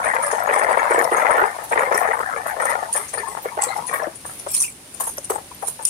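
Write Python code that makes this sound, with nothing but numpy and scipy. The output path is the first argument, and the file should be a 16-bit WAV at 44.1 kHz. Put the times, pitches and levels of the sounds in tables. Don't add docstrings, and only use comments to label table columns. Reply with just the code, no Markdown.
import sys
import numpy as np
from scipy import signal
from scipy.fft import rfft, irfft, next_fast_len
from scipy.io import wavfile
from scipy.ndimage import uniform_filter1d, map_coordinates

SR = 44100
rng = np.random.default_rng(int(sys.argv[2]) if len(sys.argv) > 2 else 0)


def master(y):
    cut = np.clip(np.atleast_2d(y).T, -1, 1)
    pcm = np.round(cut * 32767)
    wavfile.write(sys.argv[1], SR, pcm.astype(np.int16))


N = 259749


def amp(db):
    return 10 ** (np.asarray(db) / 20)


def unit(x):
    return x / np.sqrt(np.mean(x ** 2) + 1e-20)


def along(points, hz):
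    f, v = np.transpose(points)
    return np.interp(np.log(hz + 1), np.log(f + 1), v)


def wobble(rate):
    knots = rng.standard_normal(int(N * rate / SR) + 4)
    return unit(map_coordinates(knots, [np.arange(N) * rate / SR]))


def filtered(x, response):
    m = next_fast_len(N + 8192)
    return irfft(rfft(x, m) * response(np.fft.rfftfreq(m, 1 / SR)), m)[..., :N]


def ring(x, colour_db, size=2048):
    cepstrum = irfft(np.log(amp(colour_db(np.fft.rfftfreq(size, 1 / SR)))))
    cepstrum[1:size // 2] *= 2
    cepstrum[size // 2 + 1:] = 0
    impulse = irfft(np.exp(rfft(cepstrum)))
    return signal.fftconvolve(x, impulse)[:len(x)]


def bump(hz, centre_hz, width_hz):
    return 1 / (1 + (2 * (hz - centre_hz) / width_hz) ** 2)


def grains(count, rate, spread_db):
    hit = rng.random(count) < rate / SR
    sign = rng.choice([-1, 1], count)
    size = amp(spread_db * np.clip(rng.standard_normal(count), -2, 2))
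    return unit(hit * sign * size)


def sides(pan_db):
    g = amp(np.array([pan_db, -pan_db]) / 2).reshape(2, -1)
    return g / np.sqrt(np.mean(g ** 2, axis=0))


def add(track, s, x):
    start = max(round(s * SR), 0)
    track[:, start:start + x.shape[1]] += x[:, :N - start]


def spread_starts(count):
    return ((np.arange(count) + rng.random(count)) * N / count).astype(int)


def patchy(x, depth_db, width_hz, life):
    hz, t, z = signal.stft(x, SR, nperseg=768, noverlap=576)
    where = np.array(np.meshgrid(hz / width_hz, t / life, indexing="ij"))
    knots = rng.standard_normal((int(where[0].max()) + 3, int(where[1].max()) + 3))
    gain = amp(depth_db * np.clip(map_coordinates(knots, where, order=2), -2, 1.7))
    power = np.abs(z).reshape(-1, *gain.shape) ** 2 + 1e-20
    gain = gain * np.sqrt(power.sum(axis=(0, 1)) / (power * gain ** 2).sum(axis=(0, 1)))
    return signal.istft(z * gain, SR, nperseg=768, noverlap=576)[1][..., :N]


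# frequency in Hz, level in dB.
FLOW_COLOUR = [(180, -28), (300, -4.5), (485, -1), (536, 2), (1330, -3.5), (1860, -3), (2050, -2),
               (3060, -4), (7870, -6), (9450, 4.5), (11500, -7.5), (14500, -13.5), (15800, -19)]
# frequency in Hz, coherence from 0 to 1.
FLOW_COHERENCE = [(60, 1), (300, 1), (700, 0.43), (1500, 0), (15000, 0)]
# frequency in Hz, level in dB.
RUMBLE_COLOUR = [(20, -21), (40, -18), (62, -3), (100, -3), (160, -3), (260, -5), (400, -8), (900, -53)]
FLOW_DB, RUMBLE_DB = -40.5, -50


def flow():
    source = np.array([rng.standard_normal(N) + 0.62 * grains(N, rate=1400, spread_db=6) for _ in range(2)])
    turn = lambda hz: np.arccos(np.clip(along(FLOW_COHERENCE, hz), -1, 1)) / 2
    mid_side = lambda hz: amp(along(FLOW_COLOUR, hz)) * [np.cos(turn(hz)), np.sin(turn(hz))]
    mid, side = filtered(source, mid_side)
    hiss = unit(patchy(np.array([mid + side, mid - side]), depth_db=1.5, width_hz=200, life=.03))
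    deep = rng.standard_normal(N) + 0.095 * rng.standard_normal((2, N))
    rumble = unit(filtered(deep, lambda hz: amp(along(RUMBLE_COLOUR, hz))))
    return hiss * amp(FLOW_DB + 1.23 * wobble(3.404)) + rumble * amp(RUMBLE_DB + 0.86 * wobble(6.5))


# frequency in Hz, level in dB.
PORT_COLOUR = [(300, -100), (1000, -8), (1700, -20.5), (2500, -8.5), (3300, -10.5), (4800, -11.5),
               (6000, -8), (7200, -10), (8400, -5), (9500, 0.5), (10700, -6), (12500, -13.5), (15500, -24)]


def port_db(hz):
    return along(PORT_COLOUR, hz)


def thin(hz):
    return -13 * np.clip((5300 - hz) / 1200, 0, 1)


SPRAY_FULL_S, SPRAY_HOLD_S, SPRAY_DB = 4.553, 0.062, -19.5
SPRAY_RISE_DB_PER_S, SPRAY_FALL_DB_PER_S = 400, 290


def spray():
    t = np.arange(N) / SR - SPRAY_FULL_S
    rise_db = SPRAY_RISE_DB_PER_S * np.minimum(t, 0)
    fall_db = SPRAY_FALL_DB_PER_S * np.maximum(t - SPRAY_HOLD_S, 0)
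    colour_db = lambda hz: port_db(hz) + 7 * bump(hz, 9500, width_hz=2200) + thin(hz)
    clicks = [grains(N, rate=5000, spread_db=3) * amp(3.5 * wobble(200)) for _ in range(2)]
    pair = np.array([unit(ring(x, colour_db)) for x in clicks])
    return patchy(pair, depth_db=8, width_hz=420, life=.02) * amp(SPRAY_DB + rise_db - fall_db)


# start in seconds, relative peak level in dB, ring in Hz, left minus right in dB.
DROPS = [(1.976, -9.5, 9600, 22), (2.6555, -8, 8800, 5), (2.929, -8, 9600, -6), (3.6217, -4, 8000, 6),
         (3.6377, -3, 7800, 9), (4.5162, -16, 10340, 4), (4.549, -1, 9700, 3), (4.567, -7, 9650, -4),
         (4.6092, -4, 9390, -1), (4.618, -5, 9560, -4), (4.6239, -7.5, 5800, 2), (5.016, -23, 9220, -10),
         (5.067, -19, 8960, 4), (5.182, -13, 5400, -3), (5.305, -25, 6050, 14), (5.672, -11.5, 9650, -13),
         (5.686, -8, 9220, -20), (5.852, 0, 9300, -1), (5.8556, -9.5, 5360, 10), (5.8715, -11, 7320, 3)]
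DROP_CRACK_S, DROP_RING_DB = 0.00084, 15.5
DROP_MIST_DB, DROP_MIST_S = -23, 0.0046


def drops():
    out, t = np.zeros((2, N)), np.arange(SR // 30) / SR
    shape = np.exp(-t / DROP_CRACK_S) + amp(DROP_MIST_DB) * np.exp(-t / DROP_MIST_S)
    for s, db, ring_hz, pan_db in DROPS:
        colour_db = lambda hz: port_db(hz) + DROP_RING_DB * bump(hz, ring_hz, width_hz=1400) + thin(hz)
        pair = [ring(x, colour_db) for x in shape * rng.standard_normal((2, len(t)))]
        pair = np.array([x / np.abs(x).max() for x in pair])
        add(out, s, pair * sides(pan_db) * amp(db))
    return out


# time in seconds, relative level in dB, ring in Hz, left minus right in dB,
# length of the burst in seconds, extra sparkle at the top in dB.
SPATTERS = [(0.045, -17.5, 9200, 10, 0.067, -13), (0.087, -19.5, 9100, 13, 0.074, -21),
            (0.2255, -12.5, 9650, -5, 0.37, 0), (0.315, -16, 6260, 2, 0.058, -7),
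            (0.5374, -17.5, 9400, 18, .083, -5), (0.588, -14.5, 9580, 18, 0.068, -4),
            (0.634, -24.5, 10000, 8, 0.058, -1), (0.9053, -17.5, 9220, 11, 0.054, -6),
            (0.936, -18, 8700, 10.5, 0.053, -16), (0.987, -18.5, 6980, -5, .09, 9),
            (1.019, -23, 9300, 14, 0.052, 13), (1.1165, -18, 9300, 10, 0.27, -1),
            (1.17, -20, 6540, 6, 0.035, 6), (1.3065, -16, 9460, 18, 0.2, -3),
            (1.641, -24, 10100, -5, 0.074, 11), (1.696, -22.5, 8700, 6.5, 0.057, -6),
            (1.72, -23, 9300, -3, 0.06, 2), (1.792, -24.5, 6940, 11, 0.068, 0),
            (1.812, -24.5, 8900, 9, 0.061, 9), (1.947, -16.5, 5580, 7, 0.034, 7),
            (1.974, -18.5, 9260, 14, 0.027, 17), (2.077, -32, 6700, 3, 0.044, -3),
            (2.134, -26, 9600, 8, 0.063, 0), (2.19, -31, 8900, 5, 0.066, 12),
            (2.469, -21, 11470, 15, 0.16, 5), (2.619, -18.5, 9000, 12, 0.044, -8),
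            (2.65, -18, 8800, 1, 0.11, 4), (2.696, -16, 9050, 18, .07, 3), (2.93, -7.5, 9300, -2, 0.092, 0),
            (2.963, -8, 9340, 8, 0.038, 1), (3.085, -22.5, 6500, 9, .07, -12),
            (3.139, -14.5, 9100, 19, 0.061, -16), (3.1795, -18, 9200, 16, .09, 7),
            (3.281, -21, 8900, 13, 0.02, 9), (3.427, -24, 14500, -2, 0.064, 20),
            (3.619, -9.5, 7680, -4, 0.061, -20), (3.634, -10.5, 8060, 8, 0.18, 2),
            (3.8673, -14.5, 9900, 16, 0.29, -30), (3.935, -17.5, 9470, 3, 0.2, 11),
            (4.153, -21.5, 8900, 13, 0.054, -10), (4.259, -20.5, 9330, -1, 0.7, 12),
            (4.392, -19, 10200, 6, .06, -4), (4.487, -18, 8200, 3, 0.11, -6),
            (4.514, -14.5, 10500, 1, 0.064, 20), (4.546, -10, 9150, -12, 0.032, -6),
            (4.617, -7.5, 9100, 2, 0.2, 5), (4.943, -22, 9500, 14, 0.037, -8),
            (5.004, -10, 9130, -2, 0.11, 10), (5.036, -15, 10300, 5, 0.21, 7),
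            (5.071, -13, 9770, 0, 0.19, 10), (5.182, -22.5, 6340, 7, 0.077, 0),
            (5.242, -17.5, 9360, 5, 0.053, -14), (5.301, -13, 8220, -3, 0.068, 10),
            (5.349, -19, 8400, 15, .08, 6), (5.619, -24.5, 9760, 5, .1, 10),
            (5.648, -21, 9600, -7, 0.11, 0), (5.672, -13.5, 9500, -7, 0.089, 4),
            (5.683, -12.5, 9260, -4, 0.057, 8), (5.827, -20, 8600, 5, 0.047, 2),
            (5.854, -7.5, 9500, 6, 0.045, 1), (5.87, -11.5, 7270, 11, 0.13, -11)]


def spatters():
    out, t = np.zeros((2, N)), np.arange(SR // 4) / SR
    for s, db, ring_hz, pan_db, length, sparkle_db in SPATTERS:
        rise = np.minimum(t / .016, 1) ** 2
        burst_shape = amp(-60 * (t / max(length, .005)) ** 0.83)
        tail_shape = amp(-26 - 60 * t / 0.36)
        swell = rise * (burst_shape + tail_shape)
        tones_hz = rng.uniform(5800, 15000, 10)
        tones = lambda hz: 11 * np.max([bump(hz, f, width_hz=140) for f in tones_hz], axis=0)
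        own = lambda hz: 8 * bump(hz, ring_hz, width_hz=1300) + 6 * bump(hz, ring_hz, width_hz=300)
        sparkle = lambda hz: sparkle_db * np.clip((hz - 10200) / 2200, 0, 1)
        colour_db = lambda hz: port_db(hz) + own(hz) + tones(hz) + sparkle(hz) + 0.22 * thin(hz)
        pair = []
        for port in range(2):
            clumps = amp(3 * np.interp(t, t[::200], rng.standard_normal(len(t[::200]))))
            clicks = swell * clumps * grains(len(t), rate=3700, spread_db=2.0)
            burst = ring(clicks, colour_db)
            burst = burst / np.sqrt(uniform_filter1d(burst ** 2, size=300).max())
            pip_shape = np.exp(-np.abs(t - rng.uniform(0.0106, 0.0152)) / 0.0013)
            pair.append(burst + 2.1 * pip_shape * np.sin(2 * np.pi * ring_hz * t))
        add(out, s - .01, np.array(pair) * sides(pan_db) * amp(db - 10.5))
    return np.array([patchy(x, depth_db=6.5, width_hz=300, life=.04) for x in out])


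# start in seconds, hold in seconds, relative level in dB,
# relative brightness in dB (the share of the upper pops).
SURGES = [(-0.01, 0.056, -24, -11), (0.03, 0.144, -20, -0.5), (0.173, .29, -23, -5), (0.478, .18, -18, -2),
          (0.693, 0.21, -19.5, -3.5), (0.887, 0.12, -15.5, -5.5), (1.023, 0.06, -22.5, -10),
          (1.117, 0.12, -18, -4.5), (1.194, 0.25, -17.5, -3.5), (1.522, 0.072, -32.5, -3),
          (1.715, 0.016, -18, 0.5), (1.767, 0.06, -18.5, -1), (1.861, .02, -22, -6),
          (1.907, 0.23, -19.5, -3), (2.179, 0.027, -21.5, -8.5), (2.248, .15, -26.5, -7.5),
          (2.446, 0.082, -25, -4.5), (2.591, .15, -21, -4), (2.772, .07, -29, -11), (2.939, .03, -25, 0),
          (3.128, 0.013, -29, 0), (3.169, 0.028, -29, 1.5), (3.24, 0.087, -35.5, -4.5),
          (3.439, 0.022, -29, -4), (3.586, 0.015, -25.5, 2), (3.624, .1, -29.5, 2), (3.752, 0.03, -27, -8),
          (3.878, 0.02, -29.5, 4), (3.919, 0.022, -23, 7), (3.972, 0.061, -28, -4)]
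SURGE_ATTACK_S, SURGE_FALL_DB_PER_S = 0.011, 190.5


def surging():
    t = np.arange(N) / SR
    each = []
    for s, hold, db, _ in SURGES:
        fall_db = SURGE_FALL_DB_PER_S * np.maximum(t - s - hold, 0)
        each.append(np.clip((t - s) / SURGE_ATTACK_S, 0, 1) * amp(db - fall_db))
    return 20 * np.log10(np.max(each, axis=0) + 1e-6)


SETTLE_S = 0.055


def breaking(level_db):
    keep = np.exp(-1 / (SETTLE_S * SR))
    settled = signal.lfilter([1 - keep], [1, -keep], amp(level_db))
    return np.clip(1 - settled / amp(level_db), 0, 1)


LEFT_DB, BREAK_WIDENS_DB = 7, 8
USUAL_DB, WIDENS_DB_PER_DB = -15, 0.41


def leaning(level_db):
    weaker_db = np.clip(USUAL_DB - level_db, -8, 8)
    return LEFT_DB + WIDENS_DB_PER_DB * weaker_db - BREAK_WIDENS_DB * breaking(level_db)


def fizz(level_db):
    clicks = [grains(N, rate=2100, spread_db=9.5) * amp(7.4 * wobble(45)) for _ in range(2)]
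    pair = np.array([unit(ring(x, port_db)) for x in clicks])
    pair = patchy(pair, depth_db=8, width_hz=280, life=.04)
    return pair * sides(0.23 * leaning(level_db)) * amp(.5 * level_db - 32.5)


TINKLE_HZ, TINKLE_SPREAD_OCT, TINKLE_T60_S = 9200, .36, 0.03
TINKLE_DB, TINKLE_SPREAD_DB, TINKLE_LEFT_DB = -40.5, 9, 10


def tinkles(level_db, count):
    out, t = np.zeros((2, N)), np.arange(SR // 12) / SR
    chance = np.cumsum(amp(np.clip(level_db, -42, -26)))
    draws = (np.arange(count) + rng.random(count)) / count
    times = np.searchsorted(chance / chance[-1], draws) / SR
    for s, (pitch, size, pan) in zip(times, np.clip(rng.standard_normal((count, 3)), -2, 2)):
        hz = TINKLE_HZ * 2 ** (TINKLE_SPREAD_OCT * pitch)
        roughness = np.cumsum(0.018 * rng.standard_normal(len(t)))
        ping = np.sin(2 * np.pi * hz * t + roughness)
        ping = ping * (1 - np.exp(-t / 0.00043)) * amp(-60 * t / TINKLE_T60_S)
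        add(out, s, ping * sides(TINKLE_LEFT_DB + 7 * pan) * amp(TINKLE_DB + TINKLE_SPREAD_DB * size))
    return out


# time in seconds, peak level in dB.
THUMPS = [(1.297, -47), (1.313, -30), (1.428, -33)]
THUMP_S = 0.0012


def thumps():
    t = np.arange(N) / SR
    return -sum(amp(db) * np.exp(-((t - s) / THUMP_S) ** 2) for s, db in THUMPS)


# start in seconds, relative level in dB, starting pitch in Hz, t60 in seconds.
BUBBLES = [(2.887, -31, 901, 0.12), (3.18, -35, 4560, 0.057), (3.232, -26, 910, 0.11),
           (3.269, -29, 1060, 0.17), (3.516, -36, 927, 0.31), (3.631, -22, 826, 0.081),
           (3.667, -28.5, 504, 0.13), (3.683, -39, 4050, 0.21), (3.7, -25, 785, 0.086),
           (3.729, -24.5, 1210, 0.043), (3.775, -25, 830, 0.09), (3.836, -32, 974, 0.15),
           (3.928, -23, 1091, 0.1), (4.024, -29, 613, 0.22), (4.05, -30, 1720, 0.05),
           (4.07, -28, 334, 0.061), (4.565, -35.5, 4180, 0.1), (4.636, -31, 2580, 0.12),
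           (4.679, -37, 2310, 0.071), (5.305, -27, 411, 0.096), (5.317, -20.5, 1200, 0.022),
           (5.514, -31.5, 950, 0.039), (5.633, -21, 786, 0.05)]


def bubbles():
    out, t = np.zeros((2, N)), np.arange(SR // 5) / SR
    unsteady = 0.68 * wobble(330)
    for s, db, pitch_hz, t60 in BUBBLES:
        roughness = min(pitch_hz / 1000, 3) * unsteady[round(s * SR):][:len(t)]
        phase = 2 * np.pi * pitch_hz * t * (1 + 0.305 * t) + roughness
        tone = np.sin(phase) * (1 - np.exp(-t / 0.0018)) * amp(-60 * t / max(t60, .005))
        add(out, s, tone * sides(pan_db=14.5) * amp(db + 8.0))
    return out


GURGLE_HZ, GURGLE_SPREAD_OCT, GURGLE_RISE_PER_S = 876, 0.645, 3.2
GURGLE_CYCLES = 69
GURGLE_DB, GURGLE_SPREAD_DB = -1, 1.5


def gurgles(level_db, count):
    out, t = np.zeros((2, N)), np.arange(SR // 8) / SR
    starts = spread_starts(count)
    for i, (pitch, size, pan) in zip(starts, np.clip(rng.standard_normal((count, 3)), -1.8, 1.8)):
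        hz = GURGLE_HZ * 2 ** (GURGLE_SPREAD_OCT * pitch)
        blip = np.sin(2 * np.pi * hz * t * (1 + GURGLE_RISE_PER_S * t / 2))
        blip = blip * (1 - np.exp(-t / 0.0014)) * amp(-60 * t * hz / GURGLE_CYCLES)
        gain = amp(level_db[i] + GURGLE_DB + GURGLE_SPREAD_DB * size)
        add(out, i / SR, blip * sides(LEFT_DB + 4 * pan) * gain)
    return out


# frequency in Hz, level in dB.
LOW_COLOUR_LEFT = [(40, -62), (130, -37), (250, -14), (350, -17), (470, -0.5), (620, -0.5), (850, 1),
                   (1100, -1.5), (1320, -3.5), (1500, -9), (1720, 1), (2050, -3), (2300, -10),
                   (2600, -17.5), (3500, -17.5), (8000, -55)]
LOW_COLOUR_RIGHT = [(40, -72), (130, -32.5), (250, -16.5), (350, -4.5), (470, -1.5), (700, -11),
                    (1000, -8.5), (1200, -9), (1550, -3.5), (2000, -10.5), (2250, -18.5), (2600, -11),
                    (3500, -19.5), (8000, -53.5)]
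PORT_LAG_S = 0.00037


def at_ports(shared, left, right, own_db):
    late = np.roll(shared, round(PORT_LAG_S * SR))
    highpass = signal.butter(2, 650, "high", fs=SR, output="sos")
    own = signal.sosfilt(highpass, amp(own_db) * np.array([left, right]))
    return np.array([ring(late + own[0], lambda hz: along(LOW_COLOUR_LEFT, hz)),
                     ring(shared + own[1], lambda hz: along(LOW_COLOUR_RIGHT, hz))])


# time in seconds, relative peak level in dB, pitch in Hz, left minus right in dB,
# length of the swell in seconds (its fall by 36 dB).
PLOPS = [(0.056, -8.5, 616, 19, 0.11), (0.136, -14, 980, 17, 0.04), (0.33, -5, 476, 7.5, 0.062),
         (0.475, -4.5, 930, 13, 0.048), (0.61, -5.5, 1220, 25, 0.045), (0.664, -8.5, 676, 14, 0.18),
         (0.688, -1.5, 890, 5, 0.17), (0.71, -3, 750, 3, 0.047), (0.771, -3.5, 716, 12, 0.099),
         (0.905, -8, 890, 0, 0.04), (0.943, -2, 524, 2, 0.055), (0.958, -5, 1500, 4, 0.044),
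         (0.978, -5, 488, 0, 0.044), (1.024, -3, 700, 9, 0.077), (1.116, -4.5, 370, 0.5, 0.075),
         (1.248, -4.5, 900, 15, 0.17), (1.295, -2.5, 890, 14, 0.064), (1.306, -3, 1010, 6, 0.15),
         (1.342, -5, 613, 7, 0.17), (1.379, -0.5, 1437, 1.5, 0.2), (1.414, -6.5, 627, 3, 0.027),
         (1.585, -14, 864, 12, 0.41), (1.714, -6, 760, 5, 0.077), (1.757, -5.5, 820, 3.5, 0.44),
         (1.912, -4, 484, 8, 0.15), (2.012, -1.5, 706, 18, 0.039), (2.025, -6, 1110, 14, 0.048),
         (2.102, -9.5, 620, 20, 0.072), (2.203, -6.5, 900, 0, 0.039), (2.229, -11, 1800, 12, 0.03),
         (2.566, -10, 630, 15, 0.35), (2.651, -8.5, 580, 11, 0.023), (2.751, -6, 754, 13, 0.078),
         (2.825, -8.5, 760, 7, 0.06), (2.952, -9.5, 630, 17, 0.13), (3.137, -14.5, 670, 9, 0.1),
         (3.177, -9, 1400, 24, 0.074), (3.347, -12, 930, 22, 0.019), (3.371, -11.5, 870, 10, 0.078),
         (3.454, -9, 470, 6.5, 0.067), (3.574, -8.5, 636, -2, 0.032), (3.587, -6, 886, 8.5, 0.035),
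         (3.685, -13, 764, 11, 0.04), (3.703, -20, 615, 14, 0.026), (3.755, -15, 820, 17, 0.06),
         (3.784, -13, 840, 25, 0.028), (3.91, -11, 1140, 15, 0.078), (3.938, -10.5, 1170, 9, 0.18),
         (3.997, -11, 1700, 7, 0.092), (4.019, -14, 633, 6, 0.15), (4.067, -9.5, 580, 7, 0.035),
         (4.25, -14.5, 1170, 12, 0.071), (4.293, -20.5, 1300, 21, 0.1), (4.467, -12, 606, 6, 0.055),
         (4.616, -26, 990, 4, 0.045), (5.003, -9, 1056, 17, 0.12), (5.073, -14, 910, 11, 0.064),
         (5.18, -16, 585, 1, 0.049), (5.301, -7.5, 436, 4, 0.13), (5.357, -8, 840, 9, 0.044),
         (5.382, -20, 770, 16, 0.1), (5.626, -14, 687, 16, 0.1), (5.681, -19, 940, 5, 0.081),
         (5.794, -18.5, 920, 7, 0.11)]


def plops():
    out, t = np.zeros((2, N)), np.arange(SR // 5) / SR
    for s, db, pitch_hz, pan_db, length in PLOPS:
        swell = np.minimum(t / 0.0016, 1) ** 2 * amp(-36 * t / max(length, .005))
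        trail = [0.04 * grains(len(t), rate=800, spread_db=3.5) * swell for _ in range(3)]
        trail[0][round(.007 * SR)] += 1
        dull = lambda hz: -11 * np.clip((hz - 900 - .6 * pitch_hz) / 500, 0, 1)
        lean = lambda hz: -9 * np.clip((330 - hz) / 130, 0, 1)
        pitch = lambda hz: 10 * bump(hz, pitch_hz, width_hz=157)
        colour_db = lambda hz: pitch(hz) - 4 * hz / (hz + 1500) + dull(hz) + lean(hz)
        pair = [ring(x, colour_db) for x in at_ports(*trail, own_db=2)]
        pair = np.array([x / np.abs(x).max() for x in pair])
        add(out, s - .004, pair * sides(pan_db) * amp(db - 3.5))
    return out


def lulls():
    out, t = np.zeros((1, N)), np.arange(SR // 25) / SR
    for s, *_ in PLOPS:
        add(out, s - .024, -8 * np.exp(-((t[None] - .02) / .0055) ** 2))
    return out[0]


GULPS_PER_S, GULP_DECAY_S, GULP_SPREAD_DB = 58, 0.0027, 3
BED_DB, BED_DB_PER_DB = 3.5, 0.3


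def gulps(level_db):
    count = int(N / SR * GULPS_PER_S)
    starts = spread_starts(count)
    sizes = np.bincount(starts, amp(GULP_SPREAD_DB * rng.standard_normal(count)), N)
    drained = signal.lfilter([1], [1, -np.exp(-1 / (GULP_DECAY_S * SR))], sizes)
    bed = amp(BED_DB + BED_DB_PER_DB * np.clip(level_db - USUAL_DB, -12, 6))
    gain = uniform_filter1d(drained, size=60) + bed
    return gain / np.sqrt(np.abs(uniform_filter1d(gain ** 2, size=3000)) + 1e-12)


# a plain list, in Hz.
POP_HZ = [436, 605, 883, 1020, 1263, 1863, 2260]
POPS_PER_S, POP_SPREAD_DB, POP_Q, POP_RING = 52, 2.5, 3.8, 1.93


def popping():
    total = np.zeros(N)
    for hz in POP_HZ:
        train = grains(N, rate=POPS_PER_S, spread_db=POP_SPREAD_DB)
        total += train + POP_RING * signal.lfilter(*signal.iirpeak(hz, POP_Q, SR), train)
    return unit(total)


ROAR_DB, TRICKLE_DB = -18.5, -25
DEPTH_DB, BREAK_DEPTH_DB = -15.5, 9.5
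DEPTH_DB_PER_DB = 1.3


def churn(level_db):
    start, _, _, brightness = np.transpose(SURGES)
    latest = np.maximum(np.searchsorted(start, np.arange(N) / SR) - 1, 0)
    bright_db = uniform_filter1d(brightness[latest], size=400)
    stronger_db = np.maximum(level_db - USUAL_DB, -10)
    depth_db = DEPTH_DB + BREAK_DEPTH_DB * breaking(level_db) + DEPTH_DB_PER_DB * stronger_db
    pair = at_ports(popping(), popping(), popping(), own_db=-1.0)
    pair = patchy(pair, depth_db=4, width_hz=140, life=.024)
    pair = patchy(pair, depth_db=2.5, width_hz=60, life=.11)
    trickle = np.clip((ROAR_DB - level_db) / (ROAR_DB - TRICKLE_DB), 0, 1)
    pair = (1 - trickle) * pair + trickle * patchy(pair, depth_db=6.5, width_hz=150, life=.06)
    low = filtered(pair, lambda hz: np.exp(-((hz - 370) / 150) ** 2))
    high = filtered(pair, lambda hz: 1 - 1 / (1 + (hz / 1450) ** 8))
    middle = pair - low - high
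    pair = middle + low * amp(1.58 * (depth_db + 13.0)) + high * amp(1.52 * (bright_db + 1.0))
    pair = filtered(pair, lambda hz: 0.3 + 0.7 / (1 + (hz / 2500) ** 30))
    pair = pair / np.sqrt(np.abs(uniform_filter1d(pair ** 2, size=1500)) + 1e-12)
    return pair * sides(leaning(level_db)) * gulps(level_db) * amp(level_db + 1.0 + lulls())


def scene():
    level_db = surging()
    bright = fizz(level_db) + tinkles(level_db, count=130) + spatters() + drops() + spray()
    low = churn(level_db) + gurgles(level_db, count=210) + plops() + bubbles() + thumps()
    return flow() + bright + low


def record(dry):
    rounded = dry / (1 + np.abs(dry / .9) ** 6) ** (1 / 6)
    return filtered(rounded, lambda hz: hz < 15800)


dry = scene()
out = record(dry)
master(out)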